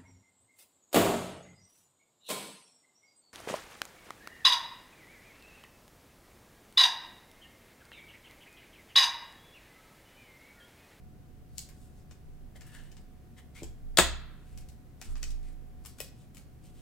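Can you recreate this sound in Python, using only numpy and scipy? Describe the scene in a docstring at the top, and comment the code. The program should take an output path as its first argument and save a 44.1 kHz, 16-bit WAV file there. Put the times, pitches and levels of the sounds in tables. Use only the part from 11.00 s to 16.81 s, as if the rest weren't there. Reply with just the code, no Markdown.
"""A small room, at a desk microphone: trading cards are handled over the faint hum of a fan.
Thin sleeves rustle by stick-slip friction and snap by buckling. Knocks excite damped modes of table and
card, and bumps set the table and the microphone stand swaying. A card scrapes into a stiff plastic
holder, which is put down with a loud clack, a run of impacts that ring holder and table.
The room answers with early reflections and a diffuse tail."""
import sys
import numpy as np
from scipy import signal
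from scipy.fft import rfft, irfft, next_fast_len
from scipy.io import wavfile
from scipy.ndimage import map_coordinates

SR = 44100
rng = np.random.default_rng(int(sys.argv[2]) if len(sys.argv) > 2 else 0)


def dump(signal):
    """Clip the signal to [-1, 1] and save it as 16-bit WAV at the path in sys.argv[1]."""
    limited = np.clip(np.atleast_2d(signal).T, -1, 1)
    pcm = np.round(limited * 32767).astype(np.int16)
    wavfile.write(sys.argv[1], SR, pcm)


N = 256220


def amp(db):
    """Decibels to amplitude ratio."""
    return 10 ** (np.asarray(db) / 20)


def unit(x):
    """Normalisation to rms 1."""
    return x / np.sqrt(np.mean(x ** 2) + 1e-20)


def along(points, hz):
    """Interpolation of (frequency_hz, value) points on a log frequency axis."""
    f, v = np.transpose(points)
    return np.interp(np.log(hz + 1), np.log(f + 1), v)


def wobble(knots_per_s):
    """Smooth random modulation: a spline through Gaussian knots."""
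    knots = rng.standard_normal(int(N * knots_per_s / SR) + 4)
    return map_coordinates(knots, [np.arange(N) * knots_per_s / SR])


def filtered(x, response):
    """Linear filtering: the spectrum times a frequency response."""
    n = x.shape[-1]
    m = 2 * next_fast_len(n // 2 + 4096)
    return irfft(rfft(x, m) * response(np.fft.rfftfreq(m, 1 / SR)), m)[..., :n]


def causal(gain):
    """Minimum-phase response with this gain: nothing sounds before a blow."""
    cepstrum = irfft(np.log(np.maximum(gain, 1e-6)))
    half = len(cepstrum) // 2
    return np.exp(rfft(np.r_[cepstrum[0], 2 * cepstrum[1:half], np.zeros(half)]))


def resonances(modes, f):
    """Modal superposition: the summed response of damped resonators."""
    return sum(amp(db) * 1j * f * width / (hz * hz - f * f + 1j * f * width) for hz, width, db in modes)


def add(track, start_s, sound):
    """Superposition of a sound on a track."""
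    part = track[..., round(start_s * SR):][..., :sound.shape[-1]]
    part += sound[..., :part.shape[-1]]


def contact(t60_s, response, grit):
    """Impact: an impulse and dying micro-slips excite a response; the energy is 1 ms of full scale."""
    t = np.arange(SR // 10) / SR
    slips = rng.standard_normal(len(t)) * amp(-60 * t / t60_s)
    blow = filtered((t == 0) + grit * slips / np.linalg.norm(slips), response)
    return blow / np.linalg.norm(blow) * np.sqrt(SR / 1000)


def stereo_pair(noises, coherence):
    """Mid-side mixing gives two independent noises a set left-right coherence."""
    angle = lambda hz: np.arccos(np.clip(along(coherence, hz), -1, 1)) / 2
    mid, side = filtered(noises, lambda hz: np.array([np.cos(angle(hz)), np.sin(angle(hz))]))
    return np.array([mid + side, mid - side])


# Reverberation times of the main and the late tail: frequency_hz, t60_s
MAIN_DECAY = [(100, 0.55), (400, .24), (1300, 0.29), (4000, 0.35), (6000, 0.32), (9000, 0.22),
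              (14000, 0.21)]
LATE_DECAY = [(100, .4), (500, 0.48), (1300, .9), (4200, .72), (5800, 0.43), (14000, 0.17)]
# Left-right likeness of the reflections: frequency_hz, coherence
ROOM_COHERENCE = [(100, .65), (300, 0.22), (600, 0.38), (1400, 0.82), (4000, 0.088), (9000, 0.56),
                  (15000, 0.48)]
def room(x, left_db, wall_db, tail_db, late_db=-15, wall_s=0.009, wall_t60_s=0.048, build_s=0.0051):
    """Reverberation: direct sound from the left, early reflections, then a double-slope diffuse tail."""
    t = np.arange(SR * 3 // 4) / SR
    hz, frame_s, spectra = signal.stft(rng.standard_normal((2, len(t))), SR, nperseg=256)
    decay = lambda t60s: 1000 ** (-frame_s / along(t60s, hz)[:, None])
    spectra = spectra * np.hypot(decay(MAIN_DECAY), amp(late_db) * decay(LATE_DECAY))
    tail = signal.istft(spectra, SR, nperseg=256)[1][:, :len(t)]
    tail *= 1 - np.exp(-(t / build_s) ** 2)
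    walls = rng.standard_normal((2, len(t))) * (t > wall_s) * amp(-60 * np.abs(t - wall_s) / wall_t60_s)
    reflections = amp(tail_db) * unit(tail) + amp(wall_db) * unit(walls)
    impulse_response = stereo_pair(reflections, ROOM_COHERENCE) / np.sqrt(len(t))
    # the far capsule is shaded in the treble and hears the source a sample later
    shade_db = lambda f: along([(1200, 0.92), (4000, left_db)], f) / 2
    left, right = filtered(x, lambda f: amp([shade_db(f), -shade_db(f)]))
    direct = np.array([left, np.roll(right, 1)])
    return direct + signal.fftconvolve(x[None], impulse_response, axes=1)[:, :len(x)]


# Spectral density of the ventilation noise: frequency_hz, relative_db
AIR_SPECTRUM = [(12, -19.5), (20, 0), (29, 3), (45, -6.5), (66, -6), (96, -9), (130, -10), (240, -13.5),
                (490, -25), (720, -29.5), (900, -33.5), (1600, -36), (4000, -44), (16000, -48.5)]
# Its left-right likeness: frequency_hz, coherence
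AIR_COHERENCE = [(25, 0.067), (70, 0.28), (300, 0.62), (1400, 0.26), (3500, .2), (7000, 0.24), (15000, 1)]
# Hum lines of the fan: pitch_hz, level_db
FAN_TONES = [(69, -60.5), (119, -64), (149, -64.5), (199, -72.5), (240, -77), (733.5, -75), (1466, -93)]
def fan(air_db=-52, waver_db=1.5, drift_rad=0.95):
    """Broadband rumble plus tones under slight random amplitude and phase modulation."""
    t = np.arange(N) / SR
    noise = stereo_pair(rng.standard_normal((2, N)), AIR_COHERENCE)
    out = amp(air_db) * unit(filtered(noise, lambda f: amp(along(AIR_SPECTRUM, f))))
    for hz, db in FAN_TONES:
        peak = np.sqrt(2) * amp(db + waver_db * wobble(6.5))
        out += peak * np.sin(2 * np.pi * hz * t + drift_rad * wobble(2.1))
    return out


def stroke(peak_s, length_s, rise_share=0.96, fall_share=1.14):
    """Sliding speed of one hand stroke: a Gaussian swell and a slower fade."""
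    t = np.arange(N) / SR - peak_s
    width_s = length_s * np.where(t < 0, rise_share, fall_share)
    return np.exp(-np.minimum(np.abs(t) / width_s, 10) ** 2)


def friction(grains_per_s, grain_share):
    """Stick-slip friction: sparse grains in smooth rubbing noise, under varying pressure."""
    grains = (rng.random(N) < grains_per_s / SR) * rng.standard_normal(N)
    pressure = amp(2 * wobble(90))
    smooth = rng.standard_normal(N)
    return (np.sqrt(grain_share) * unit(grains) + np.sqrt(1 - grain_share) * smooth) * pressure


def scrape(slips, modes, pitch_hz):
    """Forced vibration: slips ring a rubbed sheet at a pitch set by the grip."""
    sheet = [(pitch_hz * ratio, pitch_hz * width, db) for ratio, width, db in modes]
    return unit(filtered(slips, lambda f: resonances(sheet, f)))


# Spectrum of sliding film: frequency_hz, relative_db
HISS_SPECTRUM = [(500, -20), (2500, -7), (4200, -1), (6000, -2.5), (8000, 5), (11000, -3), (15500, -8)]
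def hiss(grains_per_s, grain_share):
    """Friction noise of film on film: dense grains hiss, sparse ones crinkle."""
    slips = friction(grains_per_s, grain_share)
    return unit(filtered(slips, lambda f: causal(amp(along(HISS_SPECTRUM, f)))))


# Modes of a rubbed sleeve: pitch_ratio, width_ratio, gain_db
SLEEVE_MODES = [(0.998, 0.34, 8), (1.7, .45, -7.5)]
def sleeve(pitch_hz, scrape_db=-1, crinkle_db=-5):
    """Friction on a thin sheet gives hiss, crinkle and a resonant scrape."""
    film = hiss(650, grain_share=0.34) + amp(crinkle_db) * hiss(110, grain_share=0.99)
    return film + amp(scrape_db) * scrape(friction(1300, grain_share=0.31), SLEEVE_MODES, pitch_hz)


# Fingers brushing a sleeve: peak_s, length_s, relative_db, pitch_hz
BRUSHES = [(0.548, 0.042, -74, 4800), (0.717, 0.043, -70, 1800), (.82, 0.074, -70, 8000),
           (0.986, 0.042, -74, 5500), (3.505, 0.081, -72, 2510), (3.612, 0.021, -65, 2640),
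           (4.049, 0.02, -55.5, 2540), (4.106, 0.043, -63, 1187), (4.175, 0.013, -60.5, 2600),
           (4.32, 0.022, -73, 4520), (4.469, 0.055, -67, 2184), (5.205, 0.044, -69.5, 3540),
           (5.665, 0.038, -66.5, 2980), (5.778, 0.041, -66.5, 2980)]
def rustles(gain_db=-3):
    """Friction noise follows the sliding speed of the fingers."""
    out = sum(amp(db + gain_db) * stroke(s, length_s) * sleeve(hz) for s, length_s, db, hz in BRUSHES)
    return room(out, left_db=2.5, wall_db=-9.5, tail_db=-7)


# Spectrum of a snap: frequency_hz, relative_db
SNAP_SPECTRUM = [(300, -13.5), (1000, -5), (2500, -2), (5000, -6), (8000, -1), (11000, 0), (15500, -3)]
# Modes of the bent film: pitch_hz, width_hz, gain_db
FILM_MODES = [(2600, 300, -4), (5300, 700, 2.5), (7400, 1200, -3.5)]
# Sleeves snapping in the fingers: start_s, relative_db, body_db, top_db
BUCKLES = [(0.5819, -28, -21.5, -11), (0.69, -46.5, 5.5, -2), (1.1111, -48, 4, -13), (1.61, -46, 5, -10),
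           (1.6681, -48.5, 11, 3), (1.9167, -51, -9, -13), (1.9686, -49.5, 5, -16), (2.6325, -38, -4, -12),
           (3.576, -43.5, -3, -7.5), (3.6876, -48, -5, -6.5), (4.0154, -36.5, 0.5, -9),
           (4.1562, -43.5, 8, -24), (4.23, -30.5, -5, -17), (4.306, -44, -7.5, -12), (4.851, -42.5, 4, -9),
           (4.8598, -37, -1, 0), (4.986, -43.5, 7, -3), (5.0035, -28.5, -2, -2), (5.3479, -47.5, -3, -2),
           (5.3701, -43.5, 1, -6.5)]
def snaps(gain_db=-2.5, firm_db=-30, firm_t60_s=0.017, creak_db=-15, settle_db=-32):
    """Buckling: film creaks, snaps, then settles with a rustle; lighter touches decay more slowly."""
    out, settling = np.zeros((2, N))
    for s, db, body_db, top_db in BUCKLES:
        tilt = [(1700, body_db), (4500, 0), (6800, 0), (11000, top_db + 1)]
        spectrum = lambda f: causal(amp(along(SNAP_SPECTRUM, f) + along(tilt, f)))
        colour = lambda f: spectrum(f) * (2 + resonances(FILM_MODES, f))
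        softness = amp(0.5 * (firm_db - db))
        strength = amp(db + gain_db)
        creak = contact(0.02, colour, grit=7.4)[::-1]  # reversed, so it swells into the snap
        add(out, s - len(creak) / SR, strength * amp(creak_db) * creak)
        add(out, s, strength * contact(firm_t60_s * softness, colour, grit=1.5))
        settling += amp(db + settle_db) * stroke(s + 0.028, length_s=0.04)
    ticks = room(out, left_db=12, wall_db=-1.5, tail_db=-1, wall_s=0.0085, wall_t60_s=0.019)
    return ticks + room(settling * sleeve(pitch_hz=4800), left_db=2.5, wall_db=-9.5, tail_db=-7)


# Modes of a card struck on its edge: pitch_hz, width_hz, gain_db
CARD_MODES = [(1923, 32, -2), (2520, 56, 1), (2874, 77, -7.5), (5100, 25, 2)]
# Fingers and cards striking the table: start_s, relative_db, pitch_hz, edge_db
TABLE_KNOCKS = [(1.112, -54.5, 510, -2.5), (1.556, -49, 570, -24), (2.621, -32.5, 300, -30),
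                (2.626, -33, 170, -32), (2.633, -35, 390, -23), (4.018, -48, 770, 3),
                (4.231, -51.5, 600, 12), (5.004, -32.5, 520, -2), (5.368, -61, 599, 5)]
def knocks(thud_db=-1, width_hz=270, soft_hz=500):
    """A soft impact acts as a low-pass on one broad resonance; a card edge adds its own modes."""
    out = np.zeros(N)
    for s, db, hz, edge_db in TABLE_KNOCKS:
        thud = lambda f: resonances([(hz, width_hz, 0)], f) ** 2 / (1 + 1j * f / soft_hz)
        add(out, s, amp(db + thud_db) * contact(0.0035, thud, grit=0.46))
        add(out, s, amp(db + edge_db) * contact(0.002, lambda f: resonances(CARD_MODES, f), grit=0.17))
    return room(out, left_db=5.5, wall_db=-16.5, tail_db=-7)


# Bumps that shake the furniture: start_s, sway_db, boom_db
FURNITURE_BUMPS = [(1.242, -42.5, -74), (1.742, -42, -59), (2.619, -41.5, -38.5), (2.81, -32.5, -42.5),
                   (2.992, -34, -22), (3.088, -56.5, -29), (3.51, -40, -34), (4.067, -27.5, -36),
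                   (4.252, -29, -48)]
def furniture():
    """Damped free vibration: after a bump the microphone stand sways and the table top booms."""
    t = np.arange(SR * 3 // 2) / SR
    def swing(hz, t60_s, rise_s):
        return np.sin(2 * np.pi * hz * t) * 1000 ** (-t / t60_s) * (1 - np.exp(-t / rise_s))
    sway = swing(hz=28.06, t60_s=1.2, rise_s=0.03)
    boom = swing(hz=64.4, t60_s=0.41, rise_s=0.035)
    stand, table = np.zeros((2, N))
    for s, sway_db, boom_db in FURNITURE_BUMPS:
        add(stand, s, amp(sway_db) * sway)
        add(table, s, amp(boom_db) * boom)
    # the rocking stand moves the two capsules about a quarter cycle apart
    lagging = np.roll(stand, round(0.01 * SR))
    return np.array([amp(-1) * stand + table, amp(4) * lagging + amp(-3.5) * table])


# Modes of the holder's scraped wall: pitch_ratio, width_ratio, gain_db
WALL_MODES = [(1, .12, 5.5), (1.55, 0.2, -5), (.65, 0.31, -9)]
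# The card edge slipping into the holder: peak_s, length_s, relative_db, pitch_hz
PUSHES = [(1.563, 0.0091, -57, 1850), (1.619, 0.0051, -51.5, 1620), (1.679, 0.032, -61, 1720),
          (1.751, 0.024, -55.5, 1730), (1.801, 0.083, -61.5, 1720), (2.385, 0.014, -55, 1957),
          (2.561, 0.013, -56, 2113), (2.589, 0.026, -55.5, 2300)]
def slides(gain_db=-3, hiss_db=-8, crinkle_db=-12):
    """Stick-slip excitation: each push of the card rings the holder's wall over hiss and crinkles."""
    slips = friction(1300, grain_share=0.4)
    film = amp(hiss_db) * hiss(650, grain_share=0.34) + amp(crinkle_db) * hiss(50, grain_share=0.96)
    out = np.zeros(N)
    for s, length_s, db, hz in PUSHES:
        out += amp(db + gain_db) * stroke(s, length_s) * (scrape(slips, WALL_MODES, hz) + film)
    return room(out, left_db=9, wall_db=-3.5, tail_db=-4.5)


# Modes of the holder on the table: pitch_hz, width_hz, gain_db
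HOLDER_MODES = [(340, 180, -3), (640, 320, 1.5), (950, 230, -1.5), (1290, 270, -5), (1720, 230, -6.5),
                (2450, 290, -9), (3300, 490, 0), (3680, 230, -5), (4346, 150, -12), (6600, 700, -7.5),
                (7940, 310, -4.5)]
COUPLED_MODES = [(182, 17, 6.5), (362, 27, 10), (560, 60, -6), (660, 45, 5), (794, 14, -3.5),
                 (885, 22, -7.5), (1353, 71, 5), (1459, 9.8, 3), (1500, 60, -3.5), (1720, 60, 3.5),
                 (2530, 20, 5), (8040, 34, -5.5)]  # holder and table ringing together
ANTIPHASE_MODES = [(300, 45, 3), (770, 90, -1)]  # table modes that reach the capsules in opposite phase
# Spectrum of the hard contact: frequency_hz, relative_db
CRACK_SPECTRUM = [(100, -11.5), (450, -1.5), (1500, 4.5), (4200, 1.5), (5800, -4.5), (8200, 4),
                  (10500, -17), (13000, -20), (15000, -8)]
# The holder lands on an edge, slaps flat and rattles: start_s, relative_db, body_db, t60_s
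HOLDER_IMPACTS = [(2.972, -17.5, -11.5, 0.022), (2.9734, -11, -3, 0.02), (2.9831, -16.5, 6.5, 0.014),
                  (2.986, -6, -1, 0.011), (2.9887, -7.5, 5.5, 0.026), (2.9944, -14, 3, 0.014),
                  (2.998, -12.5, -4, 0.028)]
def clack(gain_db=-3, ring_db=2, crack_db=-4, slap_s=2.9886, slap_db=-8, twist_db=-18):
    """Impact excitation: each contact cracks and rings the holder; the flat slap also rings the table."""
    out = np.zeros((2, N))
    tail_pad = (0, SR * 3 // 4)
    ring = lambda f: amp(ring_db) * np.abs(resonances(HOLDER_MODES, f))
    crack = lambda f: amp(crack_db + along(CRACK_SPECTRUM, f))
    for s, db, body_db, t60_s in HOLDER_IMPACTS:
        tilt = [(1700, body_db), (4000, 0.0054)]  # each spot struck has its own weight of body
        colour = lambda f: causal(np.hypot(ring(f), crack(f)) * amp(along(tilt, f)))
        blow = np.pad(contact(t60_s, colour, grit=2.5), tail_pad)
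        add(out, s, amp(db + gain_db) * room(blow, left_db=9, wall_db=-8.5, tail_db=-2.5))
    thump = np.pad(contact(0.002, lambda f: resonances(COUPLED_MODES, f), grit=0.054), tail_pad)
    add(out, slap_s, amp(slap_db) * room(thump, left_db=4, wall_db=-13.5, tail_db=-11.5))
    twist = contact(0.002, lambda f: resonances(ANTIPHASE_MODES, f), grit=0.1)
    add(out, slap_s, amp(twist_db) * np.array([twist, -twist]))
    return out


def scene():
    """Linear superposition of all sources at the two capsules."""
    return fan() + rustles() + snaps() + knocks() + furniture() + slides() + clack()


def record(dry):
    """Hard clipping at full scale, then a steep low-pass band limit."""
    cutoff_hz = 16100
    return filtered(np.clip(dry, -1, 1), lambda hz: 1 / (1 + (hz / cutoff_hz) ** 120))


dry = scene()
out = record(dry)
dump(out)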